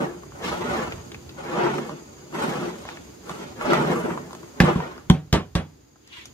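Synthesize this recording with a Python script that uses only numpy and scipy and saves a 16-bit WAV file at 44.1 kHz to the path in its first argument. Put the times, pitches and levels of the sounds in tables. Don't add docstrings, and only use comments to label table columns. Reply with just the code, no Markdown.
import sys
import numpy as np
from scipy import signal
from scipy.fft import rfft, irfft, next_fast_len
from scipy.io import wavfile
from scipy.ndimage import uniform_filter1d

SR = 44100
rng = np.random.default_rng(int(sys.argv[2]) if len(sys.argv) > 2 else 0)


def wrap_up_sound(samples):
    columns = np.atleast_2d(samples).T
    tamed = np.clip(columns, -1, 1)
    steps = np.round(tamed * 32767).astype(np.int16)
    wavfile.write(sys.argv[1], SR, steps)


N = 279153
T = np.arange(N) / SR

# (time [s], open air [dB], insects [dB], low rumble [dB])
AMBIENCE_LEVELS = [(0, -54, -59.5, -54.5), (.9, -49, -52.5, -42), (1.3, -50.5, -58, -50),
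                   (1.6, -55, -55, -57.5), (3.4, -49, -57, -52), (4.05, -49, -56, -48),
                   (4.75, -49.5, -58.5, -59.5), (5.25, -55.5, -67.5, -49), (5.7, -56, -66.5, -56.5),
                   (5.95, -60, -66.5, -65), (6.33, -53.5, -58, -53.5)]


def amp(db):
    return 10 ** (np.asarray(db) / 20)


def unit(x):
    return x / np.sqrt(np.mean(x ** 2) + 1e-20)


def read(points, hz):
    f, value = np.transpose(points)
    return np.interp(np.log(hz + 1), np.log(f + 1), value)


def fader(rows, column):
    rows = np.array(rows)
    return np.interp(T, rows[:, 0], rows[:, column])


def colour(x, points):
    log_gain = np.log(amp(np.maximum(read(points, abs(np.fft.fftfreq(4096, 1 / SR))), -90)))
    taps = np.fft.ifft(np.exp(np.conj(signal.hilbert(log_gain)))).real[:2048]
    return signal.oaconvolve(x, taps.reshape((1,) * (x.ndim - 1) + (-1,)), axes=-1)[..., :x.shape[-1]]


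def ring(x, modes):
    poles = [(np.exp((2j * np.pi * hz - np.pi * width) / SR), db) for hz, width, db in modes]
    return sum(amp(db) * signal.lfilter([1 - abs(p)], [1, -p], x).imag for p, db in poles)


def grains(per_s, spread_db):
    hit, size, sign = rng.random(N), rng.exponential(1, N), rng.standard_normal(N)
    return (hit < per_s / SR) * sign * amp(spread_db * np.minimum(size, 4))


def drift(samples):
    return unit(uniform_filter1d(rng.standard_normal(N), samples))


def swell(s, rise_s, hold_s, fall_db_per_s):
    rise_db = -30 * (np.maximum(s - T, 0) / rise_s) ** 1.3
    return rise_db - fall_db_per_s * np.maximum(T - s - hold_s, 0)


def add(mix, s, sound):
    part = mix[round(s * SR):][:len(sound)]
    part += sound[:len(part)]


def stalks():
    # (frequency [Hz], width [Hz], gain [dB])
    pot_modes = [(144.7, 24, -14), (182.8, 17, -2.5), (244.6, 67, -3), (349, 8, 4), (400, 160, 0),
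                 (540, 120, -25), (600, 12, -11), (822, 160, 12), (1240, 210, 0), (1437, 60, -22.5)]
    # (frequency [Hz], gain [dB])
    patter_eq = [(260, -22.5), (450, -13), (495, 0), (643, -7.5), (856, -3.5), (1220, -6.5), (3000, -18.5),
                 (3900, -46), (6600, -120)]
    rustle_eq = [(1500, -17), (2200, 3.5), (3200, 1.5), (4200, -2), (6000, -8), (8000, -23.5),
                 (12000, -75.5)]
    fizz_eq = [(4000, -31), (6000, -6.5), (8000, -8), (9800, -12.5), (12000, -12), (15800, -24)]
    # (time of full flow [s], rise [s], hold [s], flow [dB], fall [dB/s],
    # pot over flow [dB], rustle over flow [dB], fizz over flow [dB])
    slides = [(0.0, 0.066, 0.0067, -26, 141, 1.5, -18.5, -22.5), (0.178, 0.52, 2.9, -55.5, 60, 7, -5, -8.5),
              (0.445, 0.034, 0.012, -34, 133, -1, 2.5, -12),
              (0.49, 0.19, 0.023, -26.5, 107, -5.5, -24, -22.5),
              (0.702, 0.26, 0.096, -26.5, 92, -3.5, -14.5, -23),
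              (1.388, 0.052, 0.086, -38, 55, -22, -15, -20), (1.608, 0.25, 0.032, -22, 92, -3.5, -17, -29),
              (1.755, 0.094, .01, -37.5, 90, 7.5, -6, -15.5), (1.9, .05, .01, -38.5, 196, 4, -16, -20),
              (2.337, 0.021, 0.049, -32, 52.5, -1.5, -14.5, -20),
              (2.408, 0.08, 0.033, -26.5, 59.5, -3, -12.5, -18),
              (2.6, 0.37, 0.033, -32.5, 115, 1.5, -11.5, -40),
              (2.875, 0.081, 0.016, -40, 143, -12.5, -4, -33),
              (3.301, 0.1, 0.0087, -36.5, 95, 1, -9.5, -14.5),
              (3.414, 0.097, 0.016, -41, 108, 1, -6.5, -19),
              (3.628, 0.083, 0.027, -25, 58.5, -9, -18.5, -23),
              (3.704, 0.11, 0.031, -20, 150, -0.5, -14, -29), (3.799, .1, 0.012, -25.5, 300, 3, -21, -23.5),
              (3.89, 0.14, 0.027, -22.5, 300, 1, -18, -24.5),
              (3.987, 0.23, 0.076, -29.5, 86, 3.5, -19, -20.5),
              (4.34, 0.15, 0.011, -47, 58, -3.5, -11.5, -10.5),
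              (4.677, 0.11, 0.013, -17.5, 352, -5, -19, -27.5),
              (4.79, .2, 0.041, -32.5, 108.5, -2.5, -15.5, -25)]
    # (patter, pot, rustle, fizz) [factor on dB]
    follow = [1.0, 0.83, 0.8, 0.65]
    thuds, taps = grains(1300, spread_db=2.0), grains(2500, spread_db=3.2)
    low_cut = [(60, -48.5), (110, -34.5), (140, 4.0)]
    pot = unit(colour(ring(thuds, pot_modes[:5]), low_cut))
    patter = unit(colour(taps, patter_eq)) + 0.18 * unit(colour(thuds, patter_eq))
    patter += 0.23 * unit(colour(ring(taps, pot_modes[5:]), [(100, -33), (450, -5)]))
    rustle = unit(colour(unit(grains(5000, spread_db=1.0)) + 0.77 * unit(taps), rustle_eq))
    fizz = unit(colour(unit(grains(5800, spread_db=7.0)) + 1.1 * unit(taps), fizz_eq))
    power = np.zeros((4, N))
    for s, rise_s, hold_s, flow_db, fall, *over_db in slides:
        layer_db = flow_db + np.c_[[0, *over_db]]
        power += amp(layer_db + np.c_[follow] * swell(s, rise_s, hold_s, fall)) ** 2
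    return (np.sqrt(power) * [unit(patter), pot, rustle, fizz]).sum(0)


def open_air():
    # (frequency [Hz], gain [dB])
    air_eq = [(65, -38.5), (110, -19.5), (214, -0.5), (324, 4.5), (644, -10), (1000, -11.5), (3000, -18.5),
              (5600, -18.5), (9000, -28.5), (15000, -25.5), (15800, -39)]
    air = unit(colour(rng.standard_normal((2, N)), air_eq))
    crossfeed = 0.13 * colour(air[::-1], [(300, 13.0), (800, -8.5)])
    return amp(fader(AMBIENCE_LEVELS, column=1)) * (air + crossfeed)


def insects():
    # (frequency [Hz], gain [dB])
    buzz_eq = [(4200, -30), (4600, -8), (5000, -6), (5300, -30), (6000, -30), (6250, -2), (6750, -1),
               (6950, -6), (7060, 2), (7250, -30)]
    throb_hz, throb_db = 33, 2.0
    buzz = unit(colour(rng.standard_normal((2, N)), buzz_eq))
    throb = amp(throb_db * np.sin(2 * np.pi * throb_hz * T + 3 * drift(samples=9000)))
    return amp(fader(AMBIENCE_LEVELS, column=2)) * throb * buzz


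def low_rumble():
    rumble_eq = [(20, -47), (45, -10.5), (70, 4.5), (100, -2), (140, 1), (300, -57.0)]
    rumble = unit(colour(rng.standard_normal((1, N)), rumble_eq))
    lumps, pan_db = amp(drift(samples=3000)), [[-1.5], [1.5]]
    return amp(fader(AMBIENCE_LEVELS, column=3) + pan_db) * lumps * rumble


def ticks():
    # (time [s], level [dB], pitch [Hz], snap over the ring [dB])
    cues = [(0.186, -39, 1100, -20), (0.234, -30, 1124, -27.5), (0.3205, -31, 1130, -20),
            (0.9222, -20, 2350, -28), (1.1176, -25, 3450, -22), (1.145, -23, 2360, -24),
            (1.293, -27, 3620, -17), (1.7826, -14, 1250, -30), (1.894, -23, 1030, -13),
            (2.3266, -31, 1240, -23), (2.756, -25, 1140, -20), (2.8524, -22, 1040, -12),
            (2.8888, -19.5, 1770, -17), (2.971, -23.5, 1750, -15), (3.2949, -18.5, 1160, -10),
            (3.6112, -15, 1200, -32), (3.7333, -4, 1340, -12.5), (3.8493, -16.5, 1220, -37),
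            (3.916, -17, 1300, -16), (4.1058, -20.5, 1230, -26), (4.1754, -18, 1060, -27),
            (4.308, -30, 1090, -7), (4.3307, -26, 1050, -4), (4.35, -28, 1050, -3), (4.431, -27, 1090, -20),
            (4.803, -15, 1020, -24), (4.9789, -27, 1400, -11), (5.958, -43, 1300, -13),
            (6.0753, -42.5, 1760, 6), (6.2557, -26, 6000, -24)]
    snap_eq = [(1000, -21), (3000, -7), (4500, -1), (7000, -7), (15000, -27)]
    out, t = np.zeros(N), T[:3000]
    for s, db, hz, snap_db in cues:
        snap, rough = rng.standard_normal((2, len(t)))
        tone = np.sin(2 * np.pi * hz * t) * amp(-60 * t * hz / 19)
        rough = .6 * unit(ring(rough, [(hz, .7 * hz, 0)])) * amp(-60 * t / .03)
        snap = unit(colour(snap, snap_eq)) * amp(snap_db - 60 * t / .012)
        add(out, s, amp(db) * (tone + rough + snap))
    return colour(out, [(150, -27), (600, -5)])


def tray_knocks():
    # (time [s], boom [dB], deep swing over boom [dB], crack [dB],
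    # crack treble lift [dB], rattle [dB], ring time [factor])
    blows = [(4.602, -3.5, -1, 3.5, -5, -16, 1.0), (4.636, -11, -24, -38, 1, -24.5, 0.69),
             (4.756, -14, -2, -42, -2, -30.5, 1), (5.099, 2, -1, -3, 0, -29.5, 0.68),
             (5.137, -11, -18, -37.5, -7, -31, 0.33), (5.327, -10.5, 9, -14.5, 13.5, -18, 0.83),
             (5.337, -29, 14, -15, 3, -17, 0.42), (5.552, -12, 6.5, -18.5, 9.5, -21.5, 0.89),
             (5.562, -24.5, 9, -42, -7, -33.5, 0.28)]
    # (frequency [Hz], level [dB], base t60 [s])
    tray_modes = [(61.5, -7, 0.13), (88.6, -19.5, 0.34), (151.2, -14, 0.42), (172.8, -16, 0.36),
                  (178.8, 2.5, 0.082), (218.7, -10.5, 0.16), (291.2, -27, 0.39), (344.8, -15, 0.13),
                  (479, -17.5, 0.061), (663, -21.5, .08), (753, -27, 0.29), (1090, -6, 0.033),
                  (1510, -29, 0.045)]
    # (frequency [Hz], gain [dB])
    crack_eq = [(300, -6), (1200, 1), (2200, -4), (3400, -9.5), (6000, -13.5), (9000, -27.5), (15000, -30)]
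    rattle_eq = [(120, -14), (200, -0.5), (588, -9.5), (760, -9.5), (2540, -20), (3530, -21), (4310, -27.5),
                 (11000, -38), (15800, -75.5)]
    # (frequency [Hz], t60 [s])
    rattle_t60 = [(300, 0.24), (1500, 0.21), (3500, 0.21), (10000, 0.16)]
    crack_rise_s, crack_t60_s = .0006, .017
    out, t = np.zeros(N), T[:SR // 2]
    for s, boom_db, deep_db, crack_db, lift_db, rattle_db, ring_factor in blows:
        modes = [amp(db - 60 * t / (t60 * ring_factor)) * np.sin(2 * np.pi * hz * t)
                 for hz, db, t60 in tray_modes]
        boom = sum(modes[2:]) - amp(deep_db) * sum(modes[:2])
        add(out, s + 0.00122, amp(boom_db) * boom * (1 - np.exp(-t / 0.0032)))
        crack, weave = rng.standard_normal((2, len(t)))
        crack = colour(unit(colour(crack, crack_eq)), [(1200, 0.0056), (4000, lift_db)])
        add(out, s, amp(crack_db - 60 * t / crack_t60_s) * crack * (1 - np.exp(-t / crack_rise_s)))
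        hz, frame_s, bands = signal.stft(unit(colour(weave, rattle_eq)), SR, nperseg=256)
        decay = amp(-60 * frame_s / read(rattle_t60, hz)[:, None])
        rattle = signal.istft(bands * decay, SR, nperseg=256)[1][:len(t)]
        add(out, s, amp(rattle_db) * rattle * (1 - np.exp(-t / 0.00033)))
    return out


def sandal_scuff():
    # (frequency [Hz], gain [dB])
    grit_eq = [(290, -62.5), (500, -42.5), (1030, -6), (1260, -15), (1830, -5.5), (3270, -3), (5090, -17.5),
               (15000, -38)]
    drag_db = -41 + swell(s=6.15, rise_s=0.14, hold_s=0.051, fall_db_per_s=220)
    return amp(drag_db) * unit(colour(grains(5300, spread_db=3.0), grit_eq))


def hut(x, spread_db, lag):
    # (frequency [Hz], level [dB])
    right_lag = [(60, .3), (200, .2), (950, .9), (1400, 2), (3450, 3.5), (6000, 6), (15000, 20)]
    right_db = [(60, 3.5), (170, 1.5), (350, 3), (1000, 0), (6000, .8), (12000, 0)]
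    # (frequency [Hz], level [dB])
    echo_db = [(100, -28), (250, -9), (500, -5), (2000, -7), (10000, -8)]
    lag_factors, places_per_s, echo_t60_s = [1.0, .7, 1.3, .85, 1.4, 1.1, .6, 1.2], 23, 0.093
    size = next_fast_len(N + SR)
    hz, t = np.fft.rfftfreq(size, 1 / SR), T[:6000]
    side = amp(read(right_db, hz) / 2)
    wet = amp(read(echo_db, hz) + spread_db * np.clip(hz / 700, 0, 1))
    out = np.zeros((2, len(hz)), complex)
    for k, factor in enumerate(lag_factors):
        share = np.maximum(1 - abs((T * places_per_s - k) % 8 - 1), 0)
        direct = np.array([1 / side, side * np.exp(-1j * lag * factor * read(right_lag, hz))])
        taps = rng.standard_normal((2, len(t))) * amp(-60 * t / echo_t60_s) * (t > .003)
        echo = rfft(taps / np.linalg.norm(taps, axis=1, keepdims=True), size) * wet
        out += rfft(x * share, size) * (direct + echo)
    return irfft(out / np.sqrt(1 + wet ** 2), size)[:, :N]


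def scene():
    mix = hut(ticks(), spread_db=0, lag=.7)
    mix += hut(stalks() + sandal_scuff(), spread_db=14.0, lag=1.05)
    mix += hut(tray_knocks(), spread_db=3.5, lag=.45)
    return mix + open_air() + insects() + low_rumble()


def record(dry):
    bass_cut = colour(dry, [(15, -11), (45, -2), (70, 0.5)])
    saturated = 1.214 * np.tanh(bass_cut / 1.184)
    low_pass = signal.firwin(511, cutoff=15750, window=("kaiser", 9), fs=SR)
    return signal.oaconvolve(saturated, low_pass[None], "same")


dry = scene()
out = record(dry)
wrap_up_sound(out)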